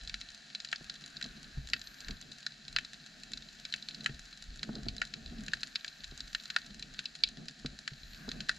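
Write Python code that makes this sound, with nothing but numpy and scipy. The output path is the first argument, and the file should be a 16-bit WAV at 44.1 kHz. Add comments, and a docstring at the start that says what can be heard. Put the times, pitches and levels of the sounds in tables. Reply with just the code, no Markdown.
"""Under water over a shallow pebble bed: a camera rests in a sealed housing with two microphones inside.
Snapping shrimp click all around: near ones as sharp spikes with pebble echoes, further ones as random crackle,
the far colony as grainy noise, all coloured by the housing. Water noise sways the case and washes against it
in surges, soft knocks boom and rub on it, and a distant rush and a high whisper swell, some swells brief."""
import sys
import numpy as np
from scipy.fft import rfft, irfft, next_fast_len
from scipy.io import wavfile
from scipy.ndimage import map_coordinates

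SR = 44100
rng = np.random.default_rng(int(sys.argv[2]) if len(sys.argv) > 2 else 0)


def file_out(sig):
    """Save sig as 16-bit WAV at sys.argv[1]."""
    # one column per channel
    cols = np.atleast_2d(sig).T
    # limit, then scale
    lim = np.clip(cols, -1, 1)
    pcm = np.round(lim * 32767).astype(np.int16)
    wavfile.write(sys.argv[1], SR, pcm)


N = 378378


def amp(db):
    """Decibels to amplitude gain."""
    return 10 ** (np.asarray(db) / 20)


def unit(x):
    """Scale x to rms 1."""
    return x / np.sqrt(np.mean(x ** 2) + 1e-30)


def along(points, hz):
    """Read each column of (frequency [Hz], ...) points on a log frequency axis."""
    point_hz, *columns = np.transpose(points)
    return np.squeeze([np.interp(np.log(hz + 1), np.log(point_hz), column) for column in columns])


def curves(rows):
    """Read each column of (time [s], ...) rows at every sample."""
    times, *columns = np.transpose(rows)
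    return np.squeeze([np.interp(np.arange(N) / SR, times, column) for column in columns])


def wobble(rate):
    """A smooth random curve with rate knots a second."""
    knots = rng.standard_normal(int(N * rate / SR) + 4)
    return map_coordinates(knots, [np.arange(N) * rate / SR])


def coloured(x, level_db):
    """Pass x through the causal minimum-phase filter whose gain is level_db(Hz)."""
    n = x.shape[-1]
    m = 2 * next_fast_len(n // 2 + 2048)
    gain = amp(level_db(np.fft.rfftfreq(m, 1 / SR)))
    cepstrum = irfft(np.log(gain + 1e-6), m)
    # folding the cepstrum forward in time makes the filter causal
    cepstrum[1:m // 2] *= 2
    cepstrum[m // 2 + 1:] = 0
    return irfft(rfft(x, m) * np.exp(rfft(cepstrum)), m)[..., :n]


def noise(spectrum):
    """Two unrelated noises, rms 1 together, with the given relative spectrum."""
    white = rng.standard_normal((2, N))
    return unit(coloured(white, lambda hz: along(spectrum, hz)))


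def add(track, s, sound):
    """Mix a sound into the track at s seconds."""
    start = max(round(s * SR), 0)
    part = track[:, start:start + sound.shape[1]]
    part += sound[:, :part.shape[1]]


def lift(rings, hz):
    """Gain in dB of a set of resonant peaks and notches."""
    return sum(db / (1 + (2 * (hz - centre) / width) ** 2) for centre, width, db in rings)


def swelling(events, calm_db, rise_share, edge_db, roundness):
    """Swells (crest s, length s, dB) add in power to a calm level; each is edge_db down at its ends."""
    t = np.arange(0, N / SR + .002, .002)
    rise_share = np.clip(rise_share, .1, .9)
    power = amp(calm_db) ** 2
    for s, length, db in events:
        before, after = (s - t) / rise_share, (t - s) / (1 - rise_share)
        away = np.maximum(before, after) / length
        power = power + amp(db - edge_db * np.abs(away) ** roundness) ** 2
    return curves(np.transpose([t, np.sqrt(power)]))


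# what the housing lets through: (frequency [Hz], relative gain [dB])
HOUSING_COLOUR = [(300, -27.5), (520, -18.5), (690, -8), (900, -19.5), (1140, -19.5), (1420, -2),
                  (1820, 3.5), (2100, -11), (3300, -8), (4400, -2.5), (5600, -10.5), (7350, -11.5),
                  (8100, -24), (10500, -31), (12200, -37.5), (13800, -61)]
# narrow peaks and notches of the housing: (frequency [Hz], width [Hz], lift [dB])
HOUSING_RINGS = [(2255, 90, 6), (2613, 65, 7.5), (4020, 180, 8.5), (5850, 250, -3), (6210, 220, 4),
                 (6550, 200, -4), (6870, 200, 3)]


def housing(hz):
    """Gain in dB of the case: its broad colour plus its narrow rings."""
    return along(HOUSING_COLOUR, hz) + lift(HOUSING_RINGS, hz)


# the far colony's hiss ahead of the microphones: (time [s], level [dB])
COLONY_LEVEL = [(0, -56), (1.3, -57.5), (2.1, -58), (3.1, -57.5), (3.9, -56.5), (4.5, -58), (6.3, -57),
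                (7.5, -59), (8.58, -56)]


def far_colony(grain_db=-1.0, low_db=-4):
    """Countless distant snaps merge into a grainy hiss: noise whose level flutters quickly."""
    grains = rng.standard_normal((2, N)) * amp(grain_db * wobble(600))
    lean = [(900, 1), (1500, low_db), (1900, low_db), (2400, 0.13)]
    hiss = unit(coloured(grains, lambda hz: housing(hz) + along(lean, hz)))
    return amp(curves(COLONY_LEVEL)) * hiss


# swells of distant hiss, some brief: (crest time [s], length [s], whisper level [dB], rush level [dB])
HISS_SWELLS = [(1.103, .6, -100, -63.5), (1.87, 0.27, -70, -60), (3.7, 1.8, -84, -72),
               (5.85, 1.3, -82, -66), (6.365, 0.18, -74, -66), (8.134, 0.22, -73, -62)]
# spectrum of the whisper: (frequency [Hz], relative level [dB])
WHISPER_SPECTRUM = [(7000, -63), (10000, -20), (11300, 1), (12000, 14), (12700, -10), (13600, -15)]


def whisper(calm_db=-104):
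    """A faint narrow hiss near 12 kHz rises with most of the swells, some of them brief."""
    swells = [(s, length, db) for s, length, db, _ in HISS_SWELLS]
    level = swelling(swells, calm_db, rise_share=0.42, edge_db=7, roundness=0.94)
    return level * noise(WHISPER_SPECTRUM)


def rush(calm_db=-71, flutter_db=2.5, lag_s=0.17):
    """Distant water noise fills the housing's broad low resonance, lag_s behind the crest of each swell."""
    band = [(700, -34), (1100, -9), (1400, -2), (1610, 8),
            (1850, -2.0), (2100, -6.5), (2700, -9.5), (4000, -26.5)]
    swells = [(s + lag_s, length, db) for s, length, _, db in HISS_SWELLS]
    level = swelling(swells, calm_db, rise_share=0.57, edge_db=2.5, roundness=3.1)
    return level * amp(flutter_db * wobble(8.1)) * noise(band)


def arrivals(direct=5, hold=0.002, t60=0.028, drop_db=-6, tail_db=-31, tail_t60=0.3, echo_db=-23):
    """One snap's paths: the direct spike, a tight cluster off the pebbles, a quick decay, a weak late echo."""
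    t = np.arange(SR // 12) / SR
    cluster = np.where(t < hold, 1, amp(drop_db - 60 * (t - hold) / t60))
    late = t - rng.uniform(.014, 0.041)
    echo = (late > 0) * amp(echo_db - 60 * np.abs(late) / t60)
    tail = amp(tail_db - 60 * t / tail_t60)
    paths = rng.standard_normal((2, len(t))) * (cluster + echo + tail)
    paths[0, 0] = direct  # the spike is shared by both microphones
    return paths


def crackle(rate=15, level_db=-61.0, spread_db=5.5, low_db=-8, top_db=3):
    """Weaker snaps from further off, a set strongest near 4 kHz and a set with more top near 7 kHz."""
    out = np.zeros((2, N))
    cap_db = 11
    middling = [(1700, -7), (4000, 7.5), (7000, -5.0)]
    sharp = [(1700, low_db), (3000, low_db / 2), (7000, top_db)]
    for lean in (middling, sharp):
        track = np.zeros((2, N))
        for when, chance in rng.random((int(rate * N / SR), 2)):
            size_db = min(-spread_db * np.log(1 - chance), cap_db)  # the fainter, the more common
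            snap = arrivals(direct=6, hold=0.0014, t60=0.03)
            add(track, when * N / SR, amp(size_db) * snap)
        out += unit(coloured(track, lambda hz: housing(hz) + along(lean, hz)))
    return amp(level_db) * out


# surges against the case: (crest time [s], length [s], sway level [dB], wash level [dB])
WATER_SURGES = [(0.073, 0.29, -52, -67), (0.87, 0.058, -60, -76.5), (1.276, 0.42, -64, -57.5),
                (1.59, 0.12, -42, -78), (1.744, 0.23, -55, -60.5), (2.107, 0.12, -44.5, -54.5),
                (2.285, 0.1, -61, -56.5), (2.758, 0.14, -54.5, -56), (3.35, 0.49, -65, -59),
                (4.015, 0.22, -69, -53.5), (4.142, 0.13, -50.5, -76), (4.5, 0.16, -48, -66),
                (4.758, 0.24, -61, -47), (4.9, 0.16, -43.5, -52), (5.14, 0.045, -70, -59),
                (5.282, 0.31, -49.5, -50.5), (5.467, 0.27, -54.5, -58), (6.088, .16, -53, -70),
                (6.26, 0.25, -60, -64), (6.79, 0.4, -59, -58), (7.27, 0.13, -63, -62),
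                (7.406, .12, -67, -50), (7.682, 0.16, -52.5, -57.5), (8.057, 0.29, -53.5, -78),
                (8.348, 0.28, -56, -50), (8.553, .14, -60, -75)]
# spectrum of the case's sway: (frequency [Hz], relative level [dB per Hz])
SWAY_SPECTRUM = [(10, -27.5), (28, -5), (45, -6), (62, -9.5), (90, -13), (120, -24.5), (200, -49),
                 (400, -120)]
# spectrum of the wash along the case: (frequency [Hz], relative level [dB per Hz])
WASH_SPECTRUM = [(50, -18), (105, -24), (140, -0.5), (215, -2.5), (310, -9.5), (450, -20), (720, -17),
                 (900, -38), (1400, -28.5), (3000, -65)]


def water(lumps_db=2.3, calm_sway_db=-77.5, calm_wash_db=-68):
    """Each surge rocks the case and rubs along it in small lumps."""
    sways = [(s, length, db) for s, length, db, _ in WATER_SURGES]
    washes = [(s, length, db) for s, length, _, db in WATER_SURGES]
    sway = swelling(sways, calm_sway_db, rise_share=0.4, edge_db=13.5, roundness=1.29)
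    wash = swelling(washes, calm_wash_db, rise_share=0.44, edge_db=8.5, roundness=1.04)
    lumps = amp(lumps_db * wobble(45))
    return sway * noise(SWAY_SPECTRUM) + wash * lumps * noise(WASH_SPECTRUM)


# soft knocks, ahead of the case's body:
# (time [s], boom level [dB], boom pitch [Hz], brightness: raises the thud against the boom [dB])
CASE_KNOCKS = [(0.811, -43.5, 166, -7.5), (1.254, -52, 203, 3), (1.574, -30.5, 136, -22),
               (2.094, -39.5, 191, -7), (4.094, -36.5, 133, -11), (4.692, -29.5, 223, -7.5),
               (4.763, -38, 221, -6.5), (4.866, -32, 130, -13), (5.389, -35.5, 212, -28),
               (6.121, -49, 140, -5.5), (6.704, -39, 197, -16), (7.648, -32.5, 147, -6),
               (7.918, -37.5, 142, -20), (8.281, -31.5, 241, -9.5)]


def knocks(t60=0.074, attack=0.0014, rub_db=-21, rub_t60=0.042, thud_db=7,
           rock_hz=42, rock_db=-15, rock_t60=0.057):
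    """A soft contact: one dull push with a brief rub, a damped boom and a slow rocking of the case."""
    track = np.zeros((2, N))
    t = np.arange(SR // 3) / SR
    dull = [(80, -16.5), (250, 10.0), (450, 1.0), (750, -8.5), (1000, -19), (1500, -9), (3000, -48)]
    for s, db, hz, bright_db in CASE_KNOCKS:
        boom = np.sin(2 * np.pi * hz * t) * amp(-60 * t / t60)
        rock = np.sin(2 * np.pi * rock_hz * t) * amp(rock_db - 60 * t / rock_t60)
        push = rng.standard_normal((2, len(t))) * amp(rub_db - 60 * t / rub_t60)
        push[0, 0] = 1
        thud = coloured(push, lambda f: along(dull, f))
        thud *= amp(bright_db + thud_db) / np.abs(thud[0]).max()
        thud[0] += (boom + rock) * (1 - np.exp(-t / attack))
        add(track, s, amp(db) * thud)
    return track


# near shrimp, ahead of the microphones: (time [s], level around 4 kHz [dB],
# low ring near 1.6 kHz and middle ring near 2.7 kHz, both relative to that level [dB])
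NEAR_SNAPS = [(0.075, -41, -21, -14), (0.0956, -41.5, -14, -7.5), (0.142, -37.5, -7, -6),
              (0.2133, -42, -14, -10), (0.5496, -37.5, -16, -10.5), (0.602, -43, -12, -14),
              (0.6477, -41.5, -12, -9), (0.728, -41.5, 8, 6), (0.7596, -42, -17, -16),
              (0.8973, -39, -11.5, -13), (1.168, -41, -40, -21), (1.2129, -49, 4.5, 1),
              (1.226, -36.5, -19, -15), (1.242, -43.5, -11, -8), (1.7343, -29.5, -3.5, -2),
              (1.8153, -44.5, -9.5, -12), (1.8717, -45.5, -17, -18), (2.0839, -44.5, -3.5, -4.5),
              (2.1086, -43.5, -14, -8), (2.319, -45.5, -32, -17), (2.4648, -34.5, -5, -18),
              (2.681, -43.5, -17, -11), (2.7631, -29, -3.5, -3.5), (2.786, -40.5, 3.5, 2.5),
              (2.8482, -43.5, -15, -15), (3.3347, -37.5, -19, -14.5), (3.3737, -43.5, -11, -16),
              (3.6518, -40.5, -12, -8.5), (3.725, -37.5, -22, -12), (3.739, -35, -4, -2.5),
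              (3.825, -43, -34, -27), (3.8866, -38.5, -17, -11.5), (3.946, -43.5, -27, -16),
              (4.0608, -35, 3.5, 2), (4.6308, -36, -8.5, -8), (4.7534, -43.5, -24, -20),
              (4.885, -35, -25, -11), (5.0166, -40, 8, 3), (5.1384, -39.5, -10, -9),
              (5.482, -44.5, 0, -0.5), (5.5346, -35, 5.5, -7), (5.6324, -35, -9.5, -7.5),
              (5.7568, -31, -13, -8.5), (5.8458, -43.5, 0.5, -1), (5.879, -41, -25, -10.5),
              (6.0422, -42, -12, -11.5), (6.205, -39, -15, -18), (6.3489, -33, -2.5, -4.5),
              (6.456, -45.5, -10, -12), (6.502, -38.5, -7.5, -5), (6.563, -31, 4.5, -4),
              (6.8254, -41, -17, -8.5), (6.991, -37, -8, -5), (7.0564, -35.5, -28, -8.5),
              (7.2363, -21.5, -24, -11.5), (7.483, -42, -30, -10), (7.6607, -38.5, -11.5, -9.5),
              (7.8774, -39.5, -1, -3), (8.2906, -40, -11, -18), (8.3158, -39.5, -10, -10),
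              (8.4051, -40.5, -7.5, -4), (8.4876, -43, -6, -5), (8.4931, -30, 2.5, -11)]
TYPICAL_DB = -36
# treble rises with a snap's low ring (dB, dB per dB); quiet snaps are brighter (dB per dB)
TREBLE_DB, TREBLE_PER_LOW, TREBLE_LOSS_PER_DB = -11.5, 0.28, 0.55
# loud, close snaps keep a crisp edge above 8 kHz, set against their treble (dB, dB per dB)
AIR_DB, AIR_PER_DB = -2, 0.67


def near_shrimp(cut_db=-12):
    """Each claw's collapsing bubble rings the housing with its own balance of low and high."""
    track = np.zeros((2, N))
    bands = [(1000, 2150), (2150, 3400), (3400, 5400), (5400, 12000)]
    span = .01 * SR  # band levels count a snap's energy as spread over 10 ms
    for s, db, low, mid in NEAR_SNAPS:
        snap = coloured(arrivals(), housing)
        louder_db = db - TYPICAL_DB
        treble = TREBLE_DB + TREBLE_PER_LOW * low - TREBLE_LOSS_PER_DB * louder_db
        air = AIR_DB + AIR_PER_DB * louder_db
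        hz = np.fft.rfftfreq(snap.shape[1], 1 / SR)
        power = np.abs(rfft(snap[0])) ** 2 * 2 / snap.shape[1]
        own = np.array([10 * np.log10(power[(hz > lo) & (hz < hi)].sum() / span) for lo, hi in bands])
        # the gain each band needs to reach its wanted level
        bass, middle, body, top = db + np.array([low, mid, 0, treble]) - own
        tilt = [(700, bass + cut_db), (1300, bass), (1950, bass), (2300, middle), (3100, middle),
                (3700, body), (5000, body), (5900, top), (7400, top), (10000, top + air)]
        add(track, s, coloured(snap, lambda f: along(tilt, f)))
    return track


# the two microphones in the housing: (frequency [Hz], side minus mid [dB], left minus right [dB])
MICROPHONES = [(30, -27, 0), (60, -22, 0.7), (204, -11.5, 0.3), (437, -5.5, -3.5), (670, -4.5, 2.5),
               (1170, 2, -1.5), (1620, -8, 2.5), (2900, -3, 3.5), (4250, -15.5, 0.2), (5500, -17.5, -3),
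               (8700, -3.5, 3), (13000, -8, 1.5)]


def stereo(pair):
    """A shared (mid) and an unshared (side) signal reach the left and right microphones."""
    m = next_fast_len(N + 4096)
    side_db, pan_db = along(MICROPHONES, np.fft.rfftfreq(m, 1 / SR))
    mid, side = rfft(pair, m)
    side = side * amp(side_db)
    left = (mid + side) * amp(pan_db / 2)
    right = (mid - side) * amp(-pan_db / 2)
    return irfft([left, right], m)[:, :N]


# low peaks and notches of the whole case: (frequency [Hz], width [Hz], lift [dB])
CASE_BODY = [(35.5, 13, 8), (60, 10, 5), (76, 12, -5), (137, 26, 4), (184, 20, -4), (212, 28, 5),
             (256, 34, 4), (298, 30, -5), (450, 40, 5), (535, 60, -8)]


def scene():
    """Water and knocks shake the whole case; everything reaches the two microphones inside it."""
    shaking = coloured(water() + knocks(), lambda hz: lift(CASE_BODY, hz))
    distant = far_colony() + whisper() + rush()
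    return stereo(distant + crackle() + shaking + near_shrimp())


TOP_HZ = 13600


def record(dry):
    """The camera keeps nothing above its band limit."""
    m = next_fast_len(N + 4096)
    kept = np.fft.rfftfreq(m, 1 / SR) < TOP_HZ
    return irfft(rfft(dry, m) * kept, m)[:, :N]


dry = scene()
out = record(dry)
file_out(out)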